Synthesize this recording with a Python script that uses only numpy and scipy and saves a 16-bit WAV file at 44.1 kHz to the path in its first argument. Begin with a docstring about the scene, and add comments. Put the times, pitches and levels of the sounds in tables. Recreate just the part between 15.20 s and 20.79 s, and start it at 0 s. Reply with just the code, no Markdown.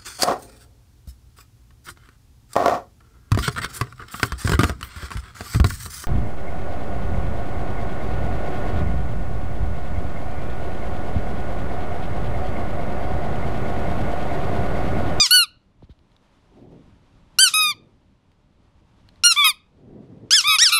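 """A plush toy is squeezed five times against a kitten, close to a phone in a small quiet room.
At 0 s a plastic reed squeaks in an arch as air is pressed out, then again as it is sucked back.
Hands bump and rub on fur and plush, the plastic ticks, and a second squeeze follows at 2.2 s.
At 4 s comes a third, with two reeds on the intake; then more stroking.
Two quick squeezes at 5.1 and 5.4 s close the scene, the last drawing air through three reeds at once."""
import sys
import numpy as np
from scipy import signal
from scipy.fft import rfft, irfft, next_fast_len
from scipy.io import wavfile
from scipy.ndimage import uniform_filter1d, minimum_filter1d, map_coordinates

SR = 44100
rng = np.random.default_rng(int(sys.argv[2]) if len(sys.argv) > 2 else 0)


def persist_wave(psi):
    """Save psi, clipped to +-1, as 16-bit WAV."""
    counts = np.round(np.clip(psi, -1, 1) * 32767).astype(np.int16)
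    wavfile.write(sys.argv[1], SR, np.atleast_2d(counts).T)


N = 246544

# Reed and pipe colours, one for each way of blowing: freq_hz, gain_db
MUFFLED = [(600, -29.5), (1150, -17), (2300, -13), (3500, -6), (4900, -0.5), (6000, -7), (7700, -6.5),
           (8700, -21), (9800, -39), (11700, -25), (13500, -44)]
BRIGHT = [(600, -26), (1450, -11), (2900, -5), (4500, -3.5), (5500, -6), (6600, -16.5), (8000, -9.5),
          (9700, -4), (10400, -11), (11000, -16.5), (12600, -23), (14000, -32), (15500, -48)]
RINGING = [(600, -30.5), (1400, -6.5), (2820, -2.5), (4230, 0), (5600, 0), (7050, -8.5), (8400, -14),
           (9500, -3.5), (10000, 0.5), (11280, -15), (12600, -28), (14100, -24.5), (15500, -34)]
HARD = [(600, -27.5), (1500, -15), (3100, -5.5), (4200, -6.5), (5400, 0), (6600, -10.5), (8300, -14.5),
        (10000, -16.5), (12000, -30.5), (15500, -46.5)]
SHRILL = [(600, -23), (1450, -9.5), (2900, -5), (4400, -1), (5900, -19), (7400, -26.5), (8900, -14),
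          (10300, -10), (11300, -5), (12000, -31), (13200, -21), (14300, -31), (15500, -40.5)]
INWARD = [(600, -13.5), (1280, -9.5), (2600, -5), (3900, -3), (5100, -9.5), (6300, -18), (7500, -33),
          (8900, -14), (10200, -10.5), (11300, -11), (12700, -17.5), (14200, -37), (15500, -28.5)]
MELLOW = [(600, -23), (1150, -4.5), (2300, -2), (3450, 4), (4600, -20.5), (5800, -29.5), (7500, -37.5),
          (9300, -27), (10800, -23), (12500, -30.5), (15500, -42)]
HOLLOW = [(600, -16), (1150, 1), (2350, 5), (3500, 6.5), (4700, -3), (7500, -39), (10500, -16),
          (15500, -42)]
# Air leaking through a reed: freq_hz, density_db
LEAK = [(300, -27.5), (950, -20.5), (1300, 0), (1700, -14), (2400, -8.5), (3300, -2), (5200, -0.5),
        (7000, -3.5), (8500, -7), (10500, -12.5), (12500, -17.5), (15500, -31.5)]
# Turbulent air in a reed: freq_hz, density_db
TURBULENCE = [(200, -24), (700, -13.5), (1400, -11.5), (3000, -10), (5000, -12.5), (7000, -3.5),
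              (8700, -3.5), (10500, -9), (13000, -6), (15500, -19.5)]
# Plastic tick or fabric scratch: freq_hz, gain_db
TICK = [(300, -19), (1500, -6), (2700, -7.5), (3900, -1.5), (5200, -15), (8000, -27.5), (15000, -33.5)]


def amp(db):
    """Decibels to gain."""
    return 10 ** (np.asarray(db) / 20)


def unit(x):
    """Scale to rms 1."""
    return x / np.sqrt(np.mean(x ** 2) + 1e-20)


def along(points, hz):
    """Interpolate (freq_hz, value) points on a log axis."""
    freq_hz, values = np.transpose(points)
    return np.interp(np.log(hz + 1), np.log(freq_hz), values)


def wobble(rate_hz, size):
    """Smooth random curve, rate_hz knots a second."""
    knots = rng.standard_normal(int(size * rate_hz / SR) + 4)
    return map_coordinates(knots, [np.arange(size) * rate_hz / SR])


def coloured(x, points, size=4096):
    """Minimum-phase filter through (freq_hz, gain_db) points."""
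    cepstrum = irfft(np.log(amp(along(points, np.fft.rfftfreq(size, 1 / SR)))))
    fold = 1 + np.sign(size / 2 - np.arange(size))
    fold[0] = 1
    return signal.fftconvolve(x, irfft(np.exp(rfft(cepstrum * fold))))[:len(x)]


def noise(points):
    """Noise of rms 1 with the given spectrum."""
    shape = amp(along(points, np.fft.rfftfreq(N, 1 / SR)))
    return unit(irfft(rfft(rng.standard_normal(N)) * shape, N))


def add(track, start_s, x):
    """Mix x into the track at start_s."""
    start = min(round(start_s * SR), N)
    x = x[max(-start, 0):N - start]
    track[max(start, 0):max(start, 0) + len(x)] += x


def rumble(level_db=-62.5):
    """Faint, wavering low noise."""
    # Rumble spectrum: freq_hz, density_db
    spectrum = [(8.8, -34), (15, 1), (102, -2.5), (145, -10.5), (196, -6), (219, -17), (300, -14),
                (390, -45.5), (660, -120)]
    return amp(level_db + 2.0 * wobble(1.8, N) + 3.0 * wobble(24, N)) * noise(spectrum)


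def room(x, early_db=-27, tail_db=-29, early_t60_s=.13):
    """Near surfaces answer at once; the tail dies fastest in the treble."""
    # Room decay: freq_hz, t60_s
    decay = [(300, .28), (1300, 0.35), (4000, 0.3), (8000, 0.19), (15000, 0.057)]
    hz, t, spectra = signal.stft(rng.standard_normal(SR // 2), SR, nperseg=256)
    tail = signal.istft(spectra * amp(-60 * t / along(decay, hz)[:, None]), SR, nperseg=256)[1]
    early = rng.standard_normal(len(tail)) * amp(-60 * np.arange(len(tail)) / SR / early_t60_s)
    response = amp(tail_db) * tail / np.linalg.norm(tail) + amp(early_db) * early / np.linalg.norm(early)
    return signal.fftconvolve(x, np.pad(response, (SR // 300, 0)))[:N]


def handling(rub_gain_db=-0.5, hold_db=-67, fur_db=-71):
    """Fingers rub the plush and catch on its pile; the hands never quite rest, so the fur hisses on."""
    # Finger strokes: centre_s, half_length_s, rub_db, pile_db
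    strokes = [(1.442, 0.098, -64, -54), (1.543, 0.12, -57, -72), (2.511, .18, -53, -79.5),
               (4.762, 0.16, -47.5, -58.5), (5.028, 0.11, -48, -62.5)]
    # Dull rubbing: freq_hz, density_db
    rub = [(35, -42), (60, -19.5), (113, 1), (151, -1.5), (284, -4.5), (526, -13), (656, -23.5),
           (1700, -43.5), (2000, -38), (2600, -66.5), (4400, -120)]
    # Catching on the pile: freq_hz, density_db
    pile = [(100, -23.5), (250, 4.5), (480, -6.5), (750, -7), (1200, -42.5), (3000, -35.5), (8000, -58.5)]
    # Fur hiss: freq_hz, density_db
    fur = [(350, -32), (600, -8.5), (660, -14), (832, -13), (915, -10.5), (1660, -20.5), (3470, -22.5),
           (10700, -40.5), (15500, -60)]
    t = np.arange(N) / SR
    centre_s, half_length_s, rub_db, pile_db = np.transpose(strokes)
    force = np.exp(-((t - centre_s[:, None]) / half_length_s[:, None]) ** 2)
    rubbing = (amp(hold_db) + amp(rub_db) @ force) * amp(rub_gain_db + 1.6 * wobble(32, N)) * noise(rub)
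    catching = amp(pile_db) @ force * amp(3.2 * wobble(50, N)) * noise(pile)
    unsteady_db = 1.1 * wobble(25, N) + .8 * wobble(2, N)
    return rubbing + catching + amp(fur_db + unsteady_db) * noise(fur)


def bumps(floor_hz=52, scratch_db=-25):
    """Soft hand bumps fall in pitch, each with a scratch of fabric."""
    # Bumps: start_s, level_db, sweep_hz, glide_s, length_s
    hits = [(0.622, -42.5, 1170, 0.0054, 0.032), (0.693, -40, 550, 0.0046, 0.037),
            (5.275, -41, 213, 0.0087, 0.029)]
    out = np.zeros(N)
    for start_s, level_db, sweep_hz, glide_s, length_s in hits:
        t = np.arange(0, length_s, 1 / SR)
        hz = floor_hz + sweep_hz * np.exp(-t / glide_s)
        thud = np.sin(2 * np.pi * np.cumsum(hz) / SR)
        scratch = amp(scratch_db) * unit(coloured(rng.standard_normal(len(t)), TICK))
        envelope = np.sqrt(np.abs(np.sin(np.pi * t / length_s)))
        add(out, start_s, amp(level_db) * envelope * (thud + scratch))
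    return out


def clicks(rows, colour, t60_s, gain_db):
    """Plastic cracks: one short noise burst a row."""
    out, t = np.zeros(N), np.arange(SR // 20) / SR
    for start_s, level_db in rows:
        crack = coloured(rng.standard_normal(len(t)) * amp(-60 * t / t60_s), colour)
        add(out, start_s, amp(level_db + gain_db) * crack / np.abs(crack).max())
    return out


def plastic_ticks():
    """The toy's plastic ticks between squeezes."""
    # Ticks: start_s, relative_db
    ticks = [(0.7906, -42), (0.9175, -43.5), (0.965, -37), (1.9294, -52.5), (3.1168, -45), (3.8889, -33),
             (3.9585, -40.5)]
    return clicks(ticks, TICK, t60_s=0.01038, gain_db=-12)


def leak(times_s, level_db, rise_s, decay_s):
    """Air hisses through a reed as it starts or stalls."""
    t = np.arange(N) / SR
    flow = sum(np.exp(-np.where(t < s, ((s - t) / rise_s) ** 2, (t - s) / decay_s)) for s in times_s)
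    return amp(level_db) * flow * noise(LEAK)


def arch(length_s, rise_s, start_hz, crest_hz, end_hz, fall_power, crest_db, swell_db, fade_db):
    """Pressure climbs to a crest and gives way; pitch and level follow."""
    t = np.arange(0, length_s, 1 / SR)
    shortfall = np.clip(1 - t / rise_s, 0, 1) ** 1.7
    fall = np.clip((t - rise_s) / (length_s - rise_s), 0, 1)
    pitch_hz = crest_hz - (crest_hz - start_hz) * shortfall - (crest_hz - end_hz) * fall ** fall_power
    return t, pitch_hz, crest_db - swell_db * shortfall - fade_db * fall ** 2


def reed(curve, colour, jitter, hiss, air_db, attack_s, release_s, sag_per_s, rasp_db, flutter_db):
    """A reed chops air into one turbulent puff a cycle, coloured by its pipe. Returns offset_s, sound."""
    # Side note colour: freq_hz, gain_db
    side_colour = [(600, -26.5), (2200, -0.5), (4400, -15.5), (15500, -45)]
    scoop, spread_rad = .08, 0.39
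    closing_db, shimmer_db, flicker_db = -27, 0.61, 3.6
    pipe_hz, undertone_db = 3905, -41
    split_hz, split_width_hz, split_ratio, split_db = 1680, 50, 1.24, -21.5
    times_s, pitch_hz, level_db = curve
    t = np.arange(-attack_s, times_s[-1] + 4 * release_s, 1 / SR)
    stalled_s = np.maximum(t - times_s[-1], 0)
    flow = amp(np.interp(t, times_s, level_db) + flutter_db * wobble(73, len(t)))
    flow *= np.clip((t - t[0]) / attack_s, 0, 1) ** 2 * np.exp(-(stalled_s / release_s) ** 1.5)
    # Starts flat, sags as the pressure runs out.
    hz = uniform_filter1d(np.interp(t, times_s, pitch_hz), size=400) * np.exp(-sag_per_s * stalled_s)
    hz *= 1 - scoop * np.exp(-((t - t[0]) / attack_s) ** 2)
    hz *= 1 + jitter * wobble(600, len(t))
    phase = 2 * np.pi * np.cumsum(hz) / SR
    # Weak flow no longer closes the reed: overtones drop out.
    k = np.arange(1, 14)[:, None]
    closing = flow / (flow + amp(closing_db))
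    drift = np.array([wobble(45, len(t)) + .5 * wobble(300, len(t)) for _ in k])
    harmonics = closing ** (k / 4) * amp(shimmer_db * k * drift) * (k * hz < SR / 2)
    puffs = coloured((harmonics * np.cos(k * phase - spread_rad * k ** 2)).sum(0), colour)
    tone = puffs / np.sqrt(np.abs(uniform_filter1d(puffs ** 2, size=200)) + 1e-9)
    opening = 1 + .7 * np.cos(phase)
    air = unit(coloured(rng.standard_normal(len(t)) * opening, hiss))
    rasp = unit(coloured(coloured(rng.standard_normal(len(t)) * opening, TURBULENCE), colour))
    rush = (amp(air_db) * air + amp(rasp_db) * rasp) * amp(flicker_db * wobble(37, len(t)))
    # Harmonic 3 beats against the pipe's own note.
    undertone = np.sin(3 * phase - 2 * np.pi * pipe_hz * t) * np.clip((3 * hz - pipe_hz) / 500, 0, 1)
    # Blown hardest, the tone splits off a side note.
    split = (1 + np.tanh((hz - split_hz) / split_width_hz)) / 2
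    side_phase = split_ratio * phase
    side = split * unit(coloured(np.sin(side_phase) + np.sin(2 * side_phase), side_colour))
    return t[0], flow * (tone + rush + amp(undertone_db) * undertone + amp(split_db) * side)


def squeaks(rows, hiss, snap_db, snap_lead_s=0.00063, **blowing):
    """Each reed snaps into motion, then follows its arch of pressure."""
    out, snaps = np.zeros(N), []
    for start_s, *shape, colour, jitter, air_db in rows:
        times_s, pitch_hz, level_db = arch(*shape)
        offset_s, sound = reed((times_s, pitch_hz, level_db), colour, jitter, hiss, air_db, **blowing)
        add(out, start_s + offset_s, sound)
        snaps.append((start_s - snap_lead_s, level_db[0]))
    return out + clicks(snaps, HARD, t60_s=0.006, gain_db=snap_db)


def drawing():
    """The toy refills: a faint hiss, then squeaks that droop as they die."""
    # Air in, one row a reed: start_s, length_s, rise_s, start_hz, crest_hz, end_hz, fall_power,
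    # crest_db, swell_db, fade_db, colour, jitter_ratio, air_db
    draws = [ (.11, 0.12, 0.037, 1430, 1492, 1351, 1.6, -10, 1.5, 7.4, SHRILL, .0007, -28.5),
             (2.34, 0.17, 0.042, 1264, 1268, 1182, 1.4, -16, 0.41, 6.3, INWARD, 0.00048, -31),
             (4.164, .103, 0.027, 1125, 1186, 1074, 1.1, -14, 9.2, 4.2, MELLOW, 0.0017, -28),
             (4.2447, .055, 0.023, 1282, 1262, 1194, 1.2, -14, .5, 4.1, INWARD, .001, -22.5),
             (5.242, .109, 0.038, 1104, 1212, 1084, .87, -17.5, 6.7, 6.3, HOLLOW, .0015, -30),
             (5.274, 0.084, 0.035, 1251, 1272, 1263, 6.2, -16, 3.5, 0.44, INWARD, .0012, -26.5),
             (5.5, .09, 0.039, 1162, 1199, 1067, 5.3, -26, 6, .3, HOLLOW, 0.0017, -87),
             (5.524, 0.058, 0.018, 1281, 1311, 1338, 1.52, -16.5, 1.2, 2.3, INWARD, .001, -30.5),
             (5.522, .066, 0.0055, 1407, 1419, 1349, 2.2, -19, 0.36, 15, SHRILL, 0.0021, -24), ]
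    starts_s = [start_s for start_s, *_ in draws]
    tones = squeaks(draws, TURBULENCE, snap_db=-5.5, attack_s=0.0056, release_s=.012,
                    sag_per_s=6.6, rasp_db=-41.5, flutter_db=0.13)
    return tones + leak(starts_s, level_db=-41.5, rise_s=0.031, decay_s=0.0075)


def pressing():
    """Pressed hard, the reed rasps and stalls abruptly; the remaining air hisses out."""
    # Air out, one row a squeeze: start_s, length_s, rise_s, start_hz, crest_hz, end_hz, fall_power,
    # crest_db, swell_db, fade_db, colour, jitter_ratio, air_db
    presses = [ (-0.01, 0.075, 0.015, 1182, 1224, 984, 2, -12, 1.02, 9, MUFFLED, .0018, -24),
               (2.188, 0.097, .028, 1397, 1571, 1299, 1.8, -8, 3.5, 8, BRIGHT, 0.0023, -36),
               (4.038, .085, .028, 1391, 1426, 1322, 2.1, -11, 2.6, 2.1, RINGING, 0.00202, -30),
               (5.109, .1, .047, 1365, 1784, 1284, .9, -11, 3, 9.8, HARD, 0.0098, -14),
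               (5.386, 0.11, .05, 1281, 1935, 1283, .93, -11.5, 2.2, 7.7, HARD, 0.0056, -18), ]
    stalls_s = [start_s + length_s for start_s, length_s, *_ in presses]
    tones = squeaks(presses, LEAK, snap_db=5.5, attack_s=0.0028, release_s=0.006,
                    sag_per_s=3.6, rasp_db=-25, flutter_db=2.08)
    return tones + leak(stalls_s, level_db=-26, rise_s=.008, decay_s=0.027)


def scene():
    """The toy in its room, over handling and rumble."""
    toy = pressing() + drawing() + plastic_ticks()
    return (rumble() + room(toy) + bumps() + handling() + toy)[None]


def gain_control(x, boost_db=5.5, knee_db=-36.5, recover_db_per_s=4):
    """Quiet passages are lifted; a loud sound cancels the lift, which creeps back."""
    power = np.abs(uniform_filter1d(x ** 2, size=300))
    loud = power ** 2 / (power ** 2 + amp(knee_db) ** 4)
    ramp_db = recover_db_per_s * np.arange(N) / SR
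    cut_db = np.maximum.accumulate(boost_db * loud + ramp_db, axis=1) - ramp_db
    return x * amp(boost_db - cut_db)


def record(dry):
    """Phone: gain control, peak limiter, low-pass."""
    ceiling, top_hz, edge_hz = .88, 15800, 70
    ridden = gain_control(dry)
    needed_gain = ceiling / np.maximum(np.abs(ridden), ceiling)
    gain = uniform_filter1d(minimum_filter1d(needed_gain, size=260), size=200)
    size = next_fast_len(N + SR // 2)
    passband = (1 - np.tanh((np.fft.rfftfreq(size, 1 / SR) - top_hz) / edge_hz)) / 2
    return irfft(rfft(ridden * gain, size) * passband, size)[:, :N]


dry = scene()
out = record(dry)
persist_wave(out)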